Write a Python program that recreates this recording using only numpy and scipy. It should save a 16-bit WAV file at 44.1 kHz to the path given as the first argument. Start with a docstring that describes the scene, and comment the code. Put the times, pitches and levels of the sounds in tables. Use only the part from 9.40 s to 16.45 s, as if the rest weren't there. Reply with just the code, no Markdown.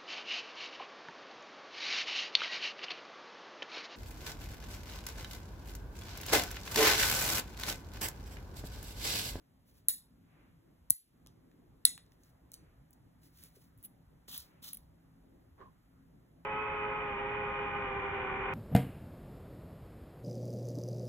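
"""A low room murmur and a faint finger rub, then a steel nail clipper snips three plastic nail tips, very close.
The first two snips are several close cracks, the third a single one: noise and modes ring, a small room answers.
A loose lever ticks in between; fingers, cut edges and a palm brushing twice are shaped friction noise.
Last, something creaks softly further off: dull noise, a sinking rough note and slips that ring a body."""
import sys
import numpy as np
from scipy import signal
from scipy.fft import rfft, irfft, next_fast_len
from scipy.io import wavfile
from scipy.ndimage import uniform_filter1d, minimum_filter1d

SR = 44100
rng = np.random.default_rng(int(sys.argv[2]) if len(sys.argv) > 2 else 0)


def log_audio(samples):
    """Write samples as a 16-bit WAV file to the path given in sys.argv[1]."""
    # one column per channel
    frames = np.atleast_2d(samples).T
    # limit to full scale, then quantise
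    limited = np.clip(frames, -1, 1)
    pcm = np.round(limited * 32767).astype(np.int16)
    wavfile.write(sys.argv[1], SR, pcm)


N = 310901
TIME = np.arange(N) / SR
BLOW = TIME[:SR // 10]  # time axis of one short blow [s]
CUTOFF_HZ = 16250  # the final low-pass closes here


# cracks running through the tips: (time [s], force [dB], brightness [dB/octave], ring length [share],
#   send to the room [dB], tip pitch [Hz], tip level [dB], tip level towards the room [dB],
#   fracture noise towards the room [dB], highest pitch towards the room [Hz],
#   bounce off a nearby surface [dB], jaws' ring towards the room [dB])
SNIPS = [(0.4845, -1, 6, 0.47, -4, 12020, -13, -12, -17.5, 16000, -23, -3),
         (0.4852, -2.5, 7.5, 0.3, -9.5, 13660, -10.5, -3, -19.5, 17000, -21.5, -8.5),
         (0.4872, -22, -3.5, 0.45, -11, 2130, -20, -23, -18.5, 9000, -18, -3.5),
         (1.5, -20.5, 2, 0.76, -12, 13300, -10.5, -7, -21.5, 13600, -19.5, -3.5),
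         (1.5028, -21, 3, 0.97, -12, 6000, -7, -17, -17, 13000, -20, 0),
         (1.5054, 3.5, 9, 0.45, -16, 12690, -7, -7, -14, 12500, -32, -4.5),
         (2.4523, 9, 4, 0.87, -17, 4030, -12, -19, -13, 14500, -23.5, 0)]
# modes of the clipper, before damping: (frequency [Hz], level [dB], T60 [s])
CLIPPER_MODES = [(1993, -32.5, 0.025), (3060, -35, 0.012), (4140, -26, 0.023), (4490, -31, 0.042),
                 (5620, -29.5, 0.019), (7360, -24.5, 0.009), (8110, -18.5, 0.0092), (9000, -21.5, .006),
                 (10270, -12.5, 0.014), (10484, -20, 0.007), (11830, -28, 0.012), (13300, -22, 0.013),
                 (13800, -28, 0.0096), (15600, -28.5, 0.012)]
BOUNCE_S = 0.0068
JAW_NULL_HZ = 2460  # the jaws hardly radiate between their two lowest modes


def snips():
    """Brittle fracture excites tip and jaw modes; returns the direct sound and what goes to the room."""
    direct, sent = np.zeros(N), np.zeros(N)
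    for (s, force_db, tilt_db, length, room_db, tip_hz, tip_db, tip_room_db,
         spray_db, top_hz, bounce_db, jaws_db) in SNIPS:
        near_modes = CLIPPER_MODES + [(tip_hz, tip_db, 0.010)]
        near = strike(tilt_db, length, near_modes, spread_s=0.0006, crack_db=-19.0, crack_s=0.0007, low_hz=1640)
        snap = from_db(force_db) * near
        add(direct, s, snap)
        add(direct, s + BOUNCE_S, from_db(bounce_db) * snap)

        # the room gathers all directions, and so more of the broad fracture noise
        jaws = [(hz, level_db + jaws_db, t60) for hz, level_db, t60 in CLIPPER_MODES]
        wide_modes = jaws + [(tip_hz, tip_room_db, 0.010)]
        wide = strike(tilt_db, length, wide_modes, spread_s=0.001, crack_db=spray_db, crack_s=0.0028, low_hz=1140)
        hand_shade = signal.butter(4, top_hz, fs=SR, output="sos")  # the hand shades the treble
        add(sent, s, from_db(force_db + room_db) * signal.sosfilt(hand_shade, wide))
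    return signal.lfilter(*signal.iirnotch(JAW_NULL_HZ, 2, fs=SR), direct), sent


def strike(tilt_db, length, modes, spread_s, crack_db, crack_s, low_hz):
    """Modal synthesis: a decaying noise burst plus damped sinusoids, high-passed as small radiators are."""
    hz, level_db, t60 = np.transpose(modes)[:, :, None]
    # dispersion of bending waves in steel: the treble arrives first
    age = np.maximum(BLOW - spread_s * (1 - hz / CUTOFF_HZ), 0)
    decay = np.exp(-np.log(1000) * age / (t60 * length))
    ring = np.sum(from_db(level_db) * np.sin(2 * np.pi * hz * age) * decay, axis=0)
    crack = from_db(crack_db) * rng.standard_normal(len(BLOW)) * np.exp(-BLOW / (crack_s * length))
    # spectral tilt about 10 kHz, level below 2 kHz
    blow = shape(ring + crack, lambda f: from_db(tilt_db * np.log2(np.maximum(f, 2000) / 10000)))
    return signal.sosfilt(signal.butter(3, low_hz, "high", fs=SR, output="sos"), blow)


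# lever and cut tips ticking: (time [s], level [dB], lowest pitch radiated [Hz],
#   brightness [dB/octave], ring length [share])
TICKS = [(1.863, -43, 3460, -7.5, 0.34), (1.8713, -39, 3300, -2.5, 0.37), (2.115, -60.5, 1497, -7.5, 0.35),
         (2.578, -35, 800, -3.5, 0.4), (2.664, -59, 2200, -9, .4), (2.72, -57.5, 2490, -9, 0.56),
         (2.835, -54, 5440, -12, 1), (3.118, -31.5, 3600, 1.5, 0.53), (3.136, -31.5, 4810, 5.5, 0.49),
         (3.1403, -28.5, 4570, -4, 0.6), (3.1432, -43, 3030, 2, 0.95), (3.146, -43, 4480, 0.5, 0.94),
         (3.5076, -41.5, 7040, 15, 0.29), (3.53, -45.5, 5000, -4, 0.39), (3.534, -46, 3980, 3, 0.6),
         (4.037, -35, 3040, 3, 0.9), (4.3767, -44, 9000, 4, .4), (4.386, -43, 9500, 6, .4),
         (4.428, -39, 9000, 6, 0.56), (4.8816, -43, 600, -3, 0.81), (4.887, -42, 10000, 3, 0.27),
         (5.218, -52, 7000, 2, .3), (5.2284, -35, 3970, 6, 0.37)]
GRIP_DB = -5.5  # the fingers damp the clipper's ring


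def ticks():
    """Light impacts excite the clipper's finger-damped modes, each radiating above its own lowest pitch."""
    out = np.zeros(N)
    damped = [(hz, level_db + GRIP_DB, t60) for hz, level_db, t60 in CLIPPER_MODES]
    for s, level_db, low_hz, tilt_db, length in TICKS:
        tick = strike(tilt_db, length, damped, spread_s=0.00036, crack_db=-8.5, crack_s=0.0023, low_hz=low_hz)
        add(out, s, from_db(level_db) * tick)
    return out


# the lever knocks against its pin: (time [s], level [dB])
LEVER_KNOCKS = [(1.8635, -53), (1.872, -61), (3.118, -68), (3.141, -62)]
# the lever's hand-damped modes: (frequency [Hz], level [dB], T60 [s])
LEVER_MODES = [(543, -11, 0.011), (987, -8, 0.007), (1237, -8, .01), (1670, -23, 0.011)]


def lever_knocks():
    """Impulse response of the lever: each knock on the pin rings its low, damped modes."""
    return knocks(LEVER_KNOCKS, LEVER_MODES)


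# dull jolts, as the jaws shut or the hands bump: (time [s], level [dB], fall time [s],
#   starting pitch [Hz], time in which the pitch halves [s])
THUMPS = [(0.487, -51.5, 0.011, 617, 0.0019), (1.506, -41.5, 0.00958, 683, 0.0016),
          (4.169, -55.5, 0.0085, 443, .06), (4.883, -52, 0.0092, 910, 0.0014),
          (5.227, -57, 0.0044, 623, 0.0012)]


def thumps():
    """Frequency glide: a sinusoid whose pitch sinks as its amplitude decays exponentially."""
    out = np.zeros(N)
    for s, level_db, fall_s, top_hz, sink_s in THUMPS:
        cycles = np.cumsum(top_hz / (1 + BLOW / sink_s)) / SR
        add(out, s, from_db(level_db) * np.sin(2 * np.pi * cycles) * np.exp(-BLOW / fall_s))
    return out


# spectrum of skin friction under the palm: (frequency [Hz], density [dB per Hz])
PALM_COLOUR = [(200, -25), (600, -10), (1200, -4.5), (2200, -18.5), (3000, -6), (4000, -6), (7000, -6),
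               (10000, -2), (13000, 5.5), (15700, 1.5), (16500, -41)]
CATCH_DB = -9.5  # skin catches, against the smooth friction


def palm(width_hz, hollow_db):
    """Cavity resonance: friction noise passes a resonator tuned to the changing hollow between the hands."""
    gain, hollow_hz = strokes()
    rub = noise(PALM_COLOUR) * grain(per_s=200, depth_db=2.5)
    radius = np.exp(-np.pi * width_hz / SR)  # pole radius sets the bandwidth
    zeros = np.array([1, 0, -1]) * (1 - radius ** 2) / 2
    hollow, state = np.zeros((2, N)), np.zeros((2, 2))
    size = 256  # samples between retunings
    for i in range(0, N, size):
        poles = [1, -2 * radius * np.cos(2 * np.pi * hollow_hz[i] / SR), radius ** 2]
        hollow[:, i:i + size], state = signal.lfilter(zeros, poles, rub[:, i:i + size], zi=state)
    smooth = rms_one(rub + from_db(hollow_db) * hollow)
    return gain * (smooth + from_db(CATCH_DB) * catches(per_s=900, size_db=3.5))


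# strokes of the palm over the other hand: (time [s], length [s], level midway [dB], lift-off [dB/s],
#   delay from landing to the most cupped [s], pitch of the hollow then [Hz])
STROKES = [(4.879, 0.13, -47, 245, 0.052, 3100), (5.223, 0.094, -49, 234, 0.016, 3520)]
FLAT_HOLLOW_HZ, CUP_S = 4300, 0.022  # the hollow rises to this pitch as the hands flatten
LAND_S, PRESS_DB = 0.0051, 9  # landing time; pressure lost at either end of a stroke


def strokes():
    """Friction grows with pressure and a larger cavity sounds lower: returns gain and hollow pitch [Hz]."""
    gain, hollow_hz = 0, FLAT_HOLLOW_HZ
    for s, length_s, level_db, lift_db_per_s, cupped_s, cupped_hz in STROKES:
        age = TIME - s
        landed = np.clip(age / LAND_S + 0.5, 0, 1)
        slack = (2 * np.clip(age / length_s, 0, 1) - 1) ** 2  # zero midway, where the palm presses hardest
        lift_db = lift_db_per_s * np.maximum(age - length_s, 0)
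        gain = gain + landed * from_db(level_db - PRESS_DB * slack - lift_db)
        cupped = np.exp(-0.5 * ((age - cupped_s) / CUP_S) ** 2)
        hollow_hz = hollow_hz + (cupped_hz - FLAT_HOLLOW_HZ) * cupped
    return gain, hollow_hz


# spectrum of the catching skin: (frequency [Hz], density [dB per Hz])
CATCH_COLOUR = [(500, -6), (1200, 2), (2200, -2), (3000, -3), (6000, 6), (10000, -8), (15500, 12.5),
                (16500, -24)]


def catches(per_s, size_db):
    """Stick-slip: skin ridges let go in random filtered clicks, a few much larger than the rest; rms 1."""
    sizes = from_db(size_db * np.minimum(rng.exponential(1, N), 3)) * rng.choice([-1, 1], N)
    clicks = sizes * (rng.random(N) < per_s / SR)
    return rms_one(shape(clicks, lambda f: from_db(at_hz(CATCH_COLOUR, f))))


# nail edges scraping: (time of the middle [s], level [dB], half length [s])
SCRAPES = [(4.441, -55, 0.006), (4.454, -47.5, 0.0077), (4.9785, -38.5, 0.0015), (4.983, -48, 0.0022),
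           (5.002, -52, .004), (5.3332, -35.5, 0.0015), (5.3475, -44, 0.0036), (5.372, -43.5, 0.00099),
           (5.3755, -50, 0.001)]
# spectrum of the scraping edge: (frequency [Hz], density [dB per Hz])
NAIL_COLOUR = [(1000, -21), (2200, -15), (3000, -9), (4000, -10.5), (7000, -18), (9000, -4), (10500, 8),
               (13000, 6), (15500, 4), (17000, -48)]


def scrapes():
    """Dry friction: a cut edge catches and skids for milliseconds as bright, uneven noise."""
    return swells(SCRAPES) * rms_one(noise(NAIL_COLOUR) * grain(per_s=910, depth_db=1.5))


# fingertips rubbing: (time of the middle [s], level [dB], half length [s])
RUBS = [(0.297, -72.5, 0.021), (0.372, -71, 0.027), (2.73, -79, 0.018), (2.865, -73.5, 0.04),
        (3.834, -73, 0.0027), (3.853, -67, 0.023), (4.022, -64, 0.054), (4.037, -67.5, 0.021),
        (4.162, -71.5, 0.013), (4.22, -72, 0.048), (4.41, -77, 0.025)]
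# spectrum of the fingertips: (frequency [Hz], density [dB per Hz])
FINGER_COLOUR = [(500, -10.5), (1500, 1), (3000, 0.5), (4500, 4.5), (6000, 2), (8000, -0.5), (10000, 4.5),
                 (15500, 5.5), (16500, -14)]


def fingers():
    """Sliding friction: fingertips on skin and plastic make noise modulated by a fine grain."""
    rub = noise(FINGER_COLOUR) * grain(per_s=2300, depth_db=0.5) * grain(per_s=240, depth_db=2.0)
    return swells(RUBS) * rms_one(rub)


# soft swishes as the arms move: (time of the middle [s], level [dB], half length [s])
SWISHES = [(1.0, -69, 0.1), (3.25, -73.5, 0.086), (5.11, -70.5, 0.15)]
# dull shuffling as the hands shift over the table: (time of the middle [s], level [dB], half length [s])
SHUFFLES = [(1.28, -68.5, 0.052), (2.12, -68.5, 0.25), (5.93, -66, 0.091)]
# spectra of both: (frequency [Hz], density [dB per Hz])
SWISH_COLOUR = [(300, 4.5), (900, -0.5), (2400, -2.5), (4000, -18), (12000, -56)]
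SHUFFLE_COLOUR = [(60, -12), (200, -1.5), (340, 3.5), (550, -13.5), (1200, -24.5), (4000, -50)]


def arms():
    """Broadband friction of slow movement: smooth, dull noise under bell-shaped envelopes."""
    return swells(SWISHES) * noise(SWISH_COLOUR) + swells(SHUFFLES) * noise(SHUFFLE_COLOUR)


# decay of the room: (frequency [Hz], T60 [s])
ROOM_T60 = [(300, 0.09), (2000, 0.21), (4000, 0.3), (7000, 0.21), (10000, 0.25), (15000, .16)]
# spectrum of the room's answer: (frequency [Hz], gain [dB])
ROOM_COLOUR = [(300, -3), (1350, -1.5), (1950, 7), (2600, -1), (3200, 2.5), (4100, 5.5), (5200, 1),
               (6500, 0.5), (8500, 4), (10200, 1.5), (11500, -2), (13200, 2.5), (14200, -0.5), (15500, 0),
               (16400, -18)]


def room(x, build_s, uneven_db, decay_exponent):
    """Reverberation: convolution with a clumpy, unit-energy noise tail that decays band by band."""
    t, tail = TIME[:SR // 2], 0
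    edges = np.geomspace(200, 17000, 17)  # band limits [Hz]
    for low, high in zip(edges, edges[1:]):
        band_filter = signal.butter(2, [low, high], "band", fs=SR, output="sos")
        band = signal.sosfilt(band_filter, rng.standard_normal(len(t)))
        clumps = grain(per_s=130, depth_db=uneven_db)[:len(t)]
        t60 = at_hz(ROOM_T60, np.sqrt(low * high))
        # an exponent just below 1 lets the decay slow very slightly
        tail = tail + band * clumps * np.exp(-np.log(1000) * (t / t60) ** decay_exponent)
    tail = shape(tail, lambda f: from_db(at_hz(ROOM_COLOUR, f))) * (1 - np.exp(-t / build_s))
    return signal.fftconvolve(x, tail / np.linalg.norm(tail))[:N]


# spectrum of the creak: (frequency [Hz], density [dB per Hz])
CREAK_COLOUR = [(150, -20), (300, -14), (380, -3.5), (600, -13), (900, -12), (1070, -6.5), (1280, -16.5),
                (1700, -17), (2400, -30), (4000, -35), (8000, -54)]
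CREAK_START_S, CREAK_ATTACK_S, CREAK_PEAK_S, CREAK_DB = 6.172, 0.02, 6.222, -57
CREAK_RISE_DB_PER_S, CREAK_FALL_DB_PER_S = 150, 205


def creak():
    """Friction noise coloured by a dull body: it sets in softly, swells and dies away exponentially."""
    age = TIME - CREAK_PEAK_S
    level_db = CREAK_DB + np.minimum(CREAK_RISE_DB_PER_S * age, -CREAK_FALL_DB_PER_S * age)
    onset = np.clip((TIME - CREAK_START_S) / CREAK_ATTACK_S, 0, 1)
    return onset * from_db(level_db) * noise(CREAK_COLOUR)


NOTE_START_S, NOTE_HOLD_S, NOTE_DB, NOTE_FALL_DB_PER_S = 6.208, 0.085, -52.5, 135
NOTE_HZ, NOTE_SINK_HZ, NOTE_SINK_S = 1087, 110, 0.013  # final pitch, and the excess that dies away


def creak_note():
    """Stick-slip locks into a periodic note: a sinusoid, rough in pitch and level, sinks and fades."""
    age = np.maximum(TIME - NOTE_START_S, 0)
    hz = (NOTE_HZ + NOTE_SINK_HZ * np.exp(-age / NOTE_SINK_S)) * grain(per_s=350, depth_db=0.55)
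    # quick onset, then the slips let go
    held = np.clip(age / 0.0046, 0, 1) * np.clip(1 - (age - NOTE_HOLD_S) / 0.015, 0, 1)
    stutter = grain(per_s=220, depth_db=4.0)
    gain = held * from_db(NOTE_DB - NOTE_FALL_DB_PER_S * age) * stutter
    return gain * np.sin(2 * np.pi * np.cumsum(hz) / SR)


# the creak's larger slips: (time [s], level [dB])
SLIPS = [(6.181, -60), (6.191, -64), (6.206, -53), (6.214, -51), (6.229, -57)]
# modes of the body they knock: (frequency [Hz], level [dB], T60 [s])
CREAK_BODY = [(377, -4, .05), (533, -8, .04), (770, -9, .025), (1150, -4, .025), (1440, -9, .02),
              (1800, -14, .016)]


def creak_slips():
    """Sudden release of strain: each larger slip rings the modes of the creaking body."""
    return knocks(SLIPS, CREAK_BODY)


# spectrum of the room air: (frequency [Hz], density [dB per Hz])
AIR_COLOUR = [(20, -17), (35, -5.5), (55, 0.5), (85, -1.5), (130, -1), (200, -4.5), (270, -4), (400, -13),
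              (600, -15), (1100, -21), (2000, -25.5), (3500, -50.5), (8000, -65)]
# spectrum of the microphone hiss: (frequency [Hz], density [dB per Hz])
HISS_COLOUR = [(1000, -3), (3000, 4.5), (6000, -1.5), (10000, -0.5), (13300, 3.5), (13800, 11), (14300, -7),
               (16000, -17)]
# faint hum in the room: (frequency [Hz], level relative to the room air [dB])
HUM = [(58, -13), (119, -12), (165, -9), (267, -13)]


def background(hiss_db, waver_db):
    """Stationary noise made uneven: air bands waver independently, with wandering hum and steady hiss."""
    still, air, hum = noise(AIR_COLOUR), 0, 0
    for centre in 20 * 2 ** np.arange(0, 9, 0.5):  # half-octave bands with triangular overlap
        band = shape(still, lambda f: np.maximum(1 - 2 * np.abs(np.log2(np.maximum(f, 1) / centre)), 0))
        air = air + band * grain(per_s=18, depth_db=waver_db / (1 + centre / 600))  # the bass wavers most
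    for hz, level_db in HUM:
        cycles = np.cumsum(hz * grain(per_s=14, depth_db=0.03)) / SR
        tone = grain(per_s=6.5, depth_db=4.5) * np.sin(2 * np.pi * cycles)
        hum = hum + from_db(level_db) * rms_one(tone)
    return from_db(air_level()) * (rms_one(air) + hum) + from_db(hiss_db) * noise(HISS_COLOUR)


# the murmur dips briefly after the first two snips: (time [s], depth [dB], hold [s])
DIPS = [(0.499, 2, 0.046), (1.522, 23.5, 0.036)]
AIR_DB, AIR_START_DB, AIR_SETTLE_S = -64.5, -67.5, 2.9
DIP_FALL_S, DIP_RECOVER_S = 0.05, 0.15


def air_level():
    """Level envelope [dB]: rises to a steady value; each dip falls fast, holds and recovers more slowly."""
    level_db = np.interp(TIME, [0, AIR_SETTLE_S], [AIR_START_DB, AIR_DB])
    for s, depth_db, hold_s in DIPS:
        corners = s + np.cumsum([0, DIP_FALL_S, hold_s, DIP_RECOVER_S])
        level_db = level_db - np.interp(TIME, corners, [0, depth_db, depth_db, 0])
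    return level_db


def knocks(rows, modes):
    """Modal superposition: each blow excites the damped modes of one body with strengths of its own."""
    out = np.zeros(N)
    hz, mode_db, t60 = np.transpose(modes)[:, :, None]
    rings = np.sin(2 * np.pi * hz * BLOW) * np.exp(-np.log(1000) * BLOW / t60)
    for s, level_db in rows:
        strength_db = level_db + mode_db + 2 * rng.standard_normal(hz.shape)
        add(out, s, np.sum(from_db(strength_db) * rings, axis=0))
    return out


def swells(rows):
    """Gaussian envelope: the gain of movements that each grow and fade in a bell shape."""
    return sum(from_db(level_db) * np.exp(-0.5 * ((TIME - s) / half_s) ** 2) for s, level_db, half_s in rows)


def grain(per_s, depth_db):
    """Random amplitude modulation: a gain gliding between random values drawn per_s times a second."""
    return from_db(depth_db * np.interp(TIME * per_s, np.arange(N), rng.standard_normal(N)))


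# likeness of the two microphones: (frequency [Hz], likeness [0-1])
LIKENESS = [(50, 1), (250, 0.69), (500, 0.05), (1200, 0.15), (3000, 0.081), (4500, 1), (15000, 1)]


def noise(colour):
    """Partial coherence: coloured noise from a shared and an opposed part at two microphones; rms 1."""
    def part(sign):
        def response(f):
            return from_db(at_hz(colour, f)) * np.sqrt(1 + sign * np.clip(at_hz(LIKENESS, f), 0, 1))
        return shape(rng.standard_normal(N), response)
    mid, side = part(1), part(-1)
    return rms_one(np.array([mid + side, mid - side]))


def from_db(db):
    """Logarithmic level: decibels to amplitude gain."""
    return 10 ** (np.asarray(db) / 20)


def rms_one(x):
    """Effective value: scale to unit rms."""
    return x / np.sqrt(np.mean(x ** 2) + 1e-20)


def at_hz(points, hz):
    """Logarithmic pitch scale: read a table along log frequency."""
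    f, value = np.transpose(points)
    return np.interp(np.log(np.maximum(hz, 1)), np.log(f), value)


def shape(x, response):
    """Linear filtering: multiply the spectrum by a function of frequency."""
    size = next_fast_len(x.shape[-1] + 2048)
    return irfft(rfft(x, size) * response(np.fft.rfftfreq(size, 1 / SR)), size)[..., :x.shape[-1]]


def add(track, s, sound):
    """Superposition: mix a short sound in at time s."""
    at = round(s * SR)
    track[at:at + len(sound)] += sound[:N - at]


# phase between the two microphones: (frequency [Hz], lead of the left [rad])
LEAD = [(20, 0), (350, 0), (900, -1.3), (1600, -.7), (2500, 1.4), (3400, 1.3), (4800, 3.14), (6900, 6.28),
        (9000, 9.42), (11000, 12.57), (13100, 15.7), (15100, 18.85)]


def microphones(sound):
    """Interchannel phase: half the lead advances the left and half delays the right."""
    return shape(sound, lambda f: np.exp(0.5j * at_hz(LEAD, f) * np.array([[1], [-1]])))


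def scene():
    """Superposition of clipper, hands, room and background; the creak is louder at the right."""
    snap, sent = snips()
    tick = ticks() + lever_knocks()
    hands = palm(width_hz=1900, hollow_db=11.5) + fingers() + scrapes()
    to_room = sent + from_db(-10.5) * tick + from_db(-16.0) * hands.mean(axis=0)
    echo = room(to_room, build_s=0.003, uneven_db=3.0, decay_exponent=0.97)
    far = (creak() + creak_note() + creak_slips()) * from_db([[-1.1], [1.1]])
    near = snap + tick + thumps() + hands
    return microphones(near + echo + arms() + far + background(hiss_db=-81.5, waver_db=6.0))


def record(dry):
    """Peak limiting: a fast gain holds the snips under a ceiling, then a steep low-pass cuts the top."""
    ceiling = 0.88  # of full scale, ahead of the low-pass
    allowed = np.minimum(1, ceiling / (np.abs(dry).max(axis=0) + 1e-9))
    gain = uniform_filter1d(minimum_filter1d(allowed, size=33), size=33)
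    return shape(dry * gain, lambda f: 1 / (1 + (f / CUTOFF_HZ) ** 160))


dry = scene()
out = record(dry)
log_audio(out)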